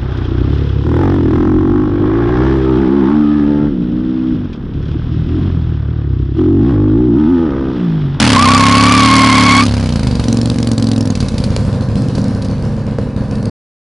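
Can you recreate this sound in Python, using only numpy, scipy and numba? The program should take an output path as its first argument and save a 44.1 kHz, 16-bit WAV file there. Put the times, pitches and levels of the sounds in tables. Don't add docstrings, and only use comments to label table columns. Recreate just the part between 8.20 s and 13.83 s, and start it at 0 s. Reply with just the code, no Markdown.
import sys
import numpy as np
from scipy import signal
from scipy.fft import rfft, irfft
from scipy.io import wavfile
from scipy.ndimage import uniform_filter1d
from numba import njit

SR = 44100
rng = np.random.default_rng(int(sys.argv[2]) if len(sys.argv) > 2 else 0)


def to_wav(sig):
    pcm = np.clip(np.atleast_2d(sig), -1, 1) * 32767
    pcm = np.round(pcm).astype(np.int16)
    wavfile.write(sys.argv[1], SR, pcm.T)


N = 248281
TIME = np.arange(N) / SR
CRUISE_HZ = 20

# t/s, cycle rate/Hz
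ENGINE_SPEED = [(0.0, 44.19), (0.169, 31.14), (0.515, 34.97), (0.689, 35.46), (0.934, 38.13),
                (1.363, 34.79), (1.561, 34.71), (1.895, 24.13), (2.056, 22.62), (2.321, 23.58),
                (2.844, 21.27), (3.06, 17.56), (3.248, 15.97), (3.422, 12.85), (3.63, 12.31),
                (3.768, 15.68), (4.878, 13.27), (5.3, 14.06)]
# f/Hz, width/Hz, level/dB
HOLLOW_NOTES = [(464, 28, 11.5), (507, 79, 14.5), (555, 33, 8), (827, 250, -2), (1206, 230, -31.5),
                (1519, 64, -5.5)]
# f/Hz, level/dB
RUSH_COLOUR = [(500, -14), (900, 2.5), (1650, 0.5), (1900, -2.5), (2300, 0), (3200, -2.5), (4500, -13),
               (8000, -28.5)]
# f/Hz, level/dB
SIZZLE_COLOUR = [(2000, -6.5), (3000, -5.5), (3600, -2), (4100, 2), (4600, 3.5), (5000, 0), (5400, -2),
                 (6200, -5.5), (8500, -11.5), (10200, -10), (12000, -43)]


def firings(throttle, start_cycles=.354, rear_lag_cycles=.395, jitter_s=.00007):
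    # t/s, shift/cycles
    sound_skip = [(2.535, 0), (2.565, .448)]
    speed, = curves(ENGINE_SPEED)
    cycles = start_cycles + np.cumsum(speed) / SR - curves(sound_skip)[0]
    beat = np.arange(1, 2 * int(cycles[-1]))
    rear = beat % 2
    early_late, weak_strong = rng.standard_normal((len(beat), 2)).T
    seconds = np.interp(beat // 2 + rear_lag_cycles * rear, cycles, TIME) + jitter_s * early_late
    at = np.clip((seconds * SR).astype(int), 0, N - 1)
    lumpy = (1 - throttle) * np.interp(speed, [22, 26], [1, 0])
    spread_db = 1.17 + 3 * lumpy[at]
    return at, undb(spread_db * weak_strong), rear


def exhaust(throttle):
    # t/s, level/dB
    tree_echo = [(0, -23), (1.6, -7.5), (2.0, -1), (2.12, -1.5), (2.85, -3.5), (3.4, 9), (4.6, 12.5),
                 (5.3, 9)]
    echo_db, = curves(tree_echo)
    at, strength, rear = firings(throttle)
    kicks = np.zeros(N)
    kicks[at] = -strength
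    puffs = gas_puffs(at, strength, rear, throttle)
    tone = pipe_tone(kicks, puffs, throttle, echo_db)
    noise, side = rasp(puffs, throttle, echo_db - 3)
    return tone + noise, side


def pipe_tone(kicks, puffs, throttle, echo_db, heat_rise=.2, turbulence=.23):
    # f/Hz, width/Hz, level/dB
    gulp_notes = [(46, 40, -9), (80, 41, 9.5)]
    boom_notes = [(93, 36, -24.5), (110.3, 47.5, 6.5)]
    bark_notes = [(163, 16, -3.5), (225.6, 63.5, 4), (253.8, 24, -4.5)]
    heat = 1 + heat_rise * (throttle - .5)
    low_flow = (1 - throttle) ** 3 * CRUISE_HZ / curves(ENGINE_SPEED)[0]
    gulp = ring_pipe(kicks * low_flow, gulp_notes, heat) * undb(6)
    boom = band(ring_pipe(kicks, boom_notes, heat), 73, 240, order=1)
    boom = band(boom + gulp, 34, 220, order=2)
    bark = band(ring_pipe(kicks, bark_notes, heat), 46, 274, order=4)
    churn = steady(kicks) + turbulence * steady(puffs * rng.standard_normal(N))
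    hollow = band(ring_pipe(churn, HOLLOW_NOTES, np.ones(N)), 300, 1850, order=4)
    knock = band(kicks, 356, 760, order=2)
    return (steady(woods(boom, echo_db - 10)) * loudness("boom", throttle)
            + steady(woods(bark, echo_db - 3)) * loudness("bark", throttle)
            + steady(woods(hollow, echo_db + 4)) * loudness("hollow", throttle)
            + steady(knock) * loudness("knock", throttle))


def ring_pipe(x, notes, pitch_scale):
    return sum(undb(db) * resonate(x, hz * pitch_scale, float(width)) for hz, width, db in notes)


def gas_puffs(at, strength, rear, throttle, lag_s=.0018, rise_ms=.15, leak=.01):
    # t/s, fade time/ms, rear cylinder against front/dB
    puff_shape = [(0, 5.3, 4.5), (1.44, 5.7, 2), (2.0, 5.6, -13), (2.12, 1.8, -10), (2.88, 4.8, -1.5),
                  (2.96, 5.9, 3), (3.4, 3.3, -8.5), (5.3, 3.4, 6.5)]
    fade_ms, rear_db = curves(puff_shape)
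    latest = np.maximum(np.searchsorted(at / SR + lag_s, TIME) - 1, 0)
    age_ms = 1000 * np.abs(TIME - at[latest] / SR - lag_s)
    jet = np.exp(-age_ms / fade_ms) * (1 - np.exp(-age_ms / rise_ms))
    return strength[latest] * undb(rear_db * rear[latest]) * jet + leak * (1.05 - throttle)


def rasp(puffs, throttle, echo_db, ping_spread=.088):
    # f/Hz, width/Hz, level/dB
    ping_notes = [(4130, 960, -1.5), (4940, 350, 6), (6300, 500, -7), (8300, 500, -6.5), (10070, 500, -7.5)]
    rush, sizzle, side = (steady(woods(puffs * hiss(colour), echo_db))
                          for colour in (RUSH_COLOUR, SIZZLE_COLOUR, SIZZLE_COLOUR))
    bursts = puffs ** 2 * rng.standard_normal(N)
    ping = steady(ring_pipe(bursts, ping_notes, 1 + ping_spread * waver(25)))
    sizzle_gain = loudness("sizzle", throttle)
    noise = rush * loudness("rush", throttle) + sizzle * sizzle_gain + ping * loudness("ping", throttle)
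    return noise, side * sizzle_gain


def loudness(layer, throttle):
    layer_levels = {"boom": (-8, 0.5, -1.5, -3, -.34), "bark": (-19.5, 11, 3.5, 0, -0.0156),
                    "hollow": (-26.5, 4, -16, -4, -0.1232), "knock": (-25.5, -3.5, 1.5, 1.5, -1),
                    "rush": (-27.5, -7, 20.5, 1, -.5), "sizzle": (-28, 4, 8.5, -1, -.62),
                    "ping": (-44.5, 27, -5, 8.5, -0.2326)}
    # t/s, spin/(0 to 1)
    wheelspin = [(1.41, 1), (1.48, 0.02)]
    # t/s, distance/m
    bike_distance = [(0, 0.67), (1.4, 5.7), (2.9, 18.6), (4.1, 26.3), (4.7, 34.2), (5.3, 31)]
    db, throttle_db, spin_db, doubling_db, db_per_m = layer_levels[layer]
    spin, = curves(wheelspin)
    metres, = curves(bike_distance)
    doublings = np.log2(curves(ENGINE_SPEED)[0] / CRUISE_HZ)
    return undb(db + throttle_db * throttle + spin_db * spin + doubling_db * doublings + db_per_m * metres)


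def tyre_squeal(start_s=.125, end_s=1.462, rise_s=.03, fall_s=.065, level_db=-8.5, flutter_db=2.5):
    # t/s, f/Hz
    squeal_pitch = [(0.15, 1119), (0.156, 1062), (0.192, 1055), (0.24, 1254), (0.264, 1048), (0.302, 1117),
                    (0.602, 1087), (0.736, 1153), (0.978, 1083), (1.41, 1097), (1.42, 1175), (1.45, 1176)]
    hz, = curves(squeal_pitch)
    sliding = np.clip(np.minimum((TIME - start_s) / rise_s, (end_s - TIME) / fall_s), 0, 1)
    wobble = 1 + .023 * waver(90) + .015 * waver(500)
    phase = 2 * np.pi * np.cumsum(hz * wobble) / SR
    slip = phase + .25 * waver(400)
    overtones = np.sin(2 * slip) + undb(-9.5) * np.sin(3 * slip) + undb(-11.5) * np.sin(4 * slip)
    overtone_db = -26 + 11.5 * np.minimum(TIME, end_s)
    tone = undb(level_db) * np.sin(phase) + undb(overtone_db) * sliding ** 2 * overtones
    scrub = steady(resonate(rng.standard_normal(N), hz, width_hz=220.)) * undb(level_db - 14)
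    off_pitch_db = .0135 * np.abs(hz - np.median(hz))
    return sliding * (tone * undb(flutter_db * waver(110) + off_pitch_db) + scrub)


def fuel_pops():
    # t/s, crack level/dB, thud level/dB, crack fade time/ms
    pops = [(2.953, -18, -36.5, 5.2), (3.003, -19, -20, 8.1), (3.085, -19.5, -26, 4.9),
            (3.181, -19, -27, 5.7), (3.239, -21.5, -15.5, 8.6), (3.364, -11.5, -10, 1.7),
            (3.952, -28.5, -20, 10), (3.981, -30, -9.5, 14), (4.222, -27.5, -30, 6.2),
            (4.247, -31, -29, 12), (4.786, -36, -7, 6.8), (5.154, -32, -36, 4.8), (5.228, -29.5, -20, 2.3)]
    cracks, kicks = np.zeros(N), np.zeros(N)
    for s, crack_db, thud_db, fade_ms in pops:
        age_ms = 1000 * (TIME - s)
        cracks += undb(crack_db) * np.exp(-np.abs(age_ms) / fade_ms) * (age_ms >= 0)
        kicks[int(s * SR)] -= undb(thud_db)
    thuds = band(ring_pipe(kicks, HOLLOW_NOTES, np.ones(N)), 150, 900, order=1)
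    thuds *= np.abs(kicks).max() / np.abs(thuds).max()
    gas = hiss(SIZZLE_COLOUR) + undb(-18) * hiss(RUSH_COLOUR)
    return woods(cracks * gas + thuds, echo_db=-12)


def woods(x, echo_db, fade_s=.55, delay_s=.008):
    t = TIME[:SR // 2]
    echo = rng.standard_normal(len(t)) * undb(-60 * t / fade_s) * (t > delay_s)
    return x + undb(echo_db) * signal.fftconvolve(x, echo / np.linalg.norm(echo))[:N]


def undb(db):
    return 10 ** (np.asarray(db) / 20)


def curves(table):
    s, *columns = np.transpose(table)
    return [np.interp(TIME, s, column) for column in columns]


def steady(x):
    size = SR // 7
    power = uniform_filter1d(uniform_filter1d(x * x, size), size)
    return x / np.sqrt(power + 1e-12)


def waver(hz):
    size = int(SR / hz)
    steps = rng.standard_normal(4096)[np.arange(N) // size % 4096]
    return 1.192 * uniform_filter1d(steps, size)


def hiss(colour):
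    hz, db = np.transpose(colour)
    gain = undb(np.interp(np.log(np.fft.rfftfreq(N, 1 / SR) + 1), np.log(hz), db))
    noise = irfft(rfft(rng.standard_normal(N)) * gain, N)
    return noise / noise.std()


@njit
def resonate(x, hz, width_hz):
    y, mid, low = np.empty(len(x)), 0., 0.
    for i in range(len(x)):
        tuning, damping = np.tan(np.pi * hz[i] / SR), width_hz / hz[i]
        swing = (mid + tuning * (x[i] + 1e-18 - low)) / (1 + tuning * (tuning + damping))
        mid, low = 2 * swing - mid, low + 2 * tuning * swing
        y[i] = damping * swing
    return y


def band(x, lo_hz, hi_hz, order):
    return signal.sosfilt(signal.butter(order, [lo_hz, hi_hz], "band", fs=SR, output="sos"), x)


def cut_bass(x, hz):
    return signal.sosfilt(signal.butter(1, hz, "high", fs=SR, output="sos"), x)


def scene(width=.4):
    # t/s, throttle/(0 to 1)
    throttle_moves = [(0, 0.74), (.2, 0.74), (.9, 0.83), (1.46, 0.81), (1.485, 0.08), (2.02, 0.27),
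                      (2.12, 0.88), (2.3, 0.5), (2.86, 0.76), (2.95, 0.17), (3.72, 0.16), (3.8, 0.53),
                      (3.92, 0.19), (4.04, 0.43), (4.15, 0.29), (5.0, 0), (5.28, 0.54)]
    throttle, = curves(throttle_moves)
    bike, side = exhaust(throttle)
    return bike + tyre_squeal() + fuel_pops() + width * side * np.array([[1], [-1]])


def record(dry, ceiling=.74, hardness=7, top_hz=10700, end_s=5.298):
    left, right = dry / (1 + np.abs(dry / ceiling) ** hardness) ** (1 / hardness)
    heard = np.array([cut_bass(left, hz=25) * undb(-.3), cut_bass(right, hz=3.5)])
    running = np.clip((end_s - TIME) / .002, 0, 1)
    treble_cut = signal.ellip(8, .3, 70, top_hz, fs=SR, output="sos")
    return signal.sosfilt(treble_cut, heard * running)


dry = scene()
out = record(dry)
to_wav(out)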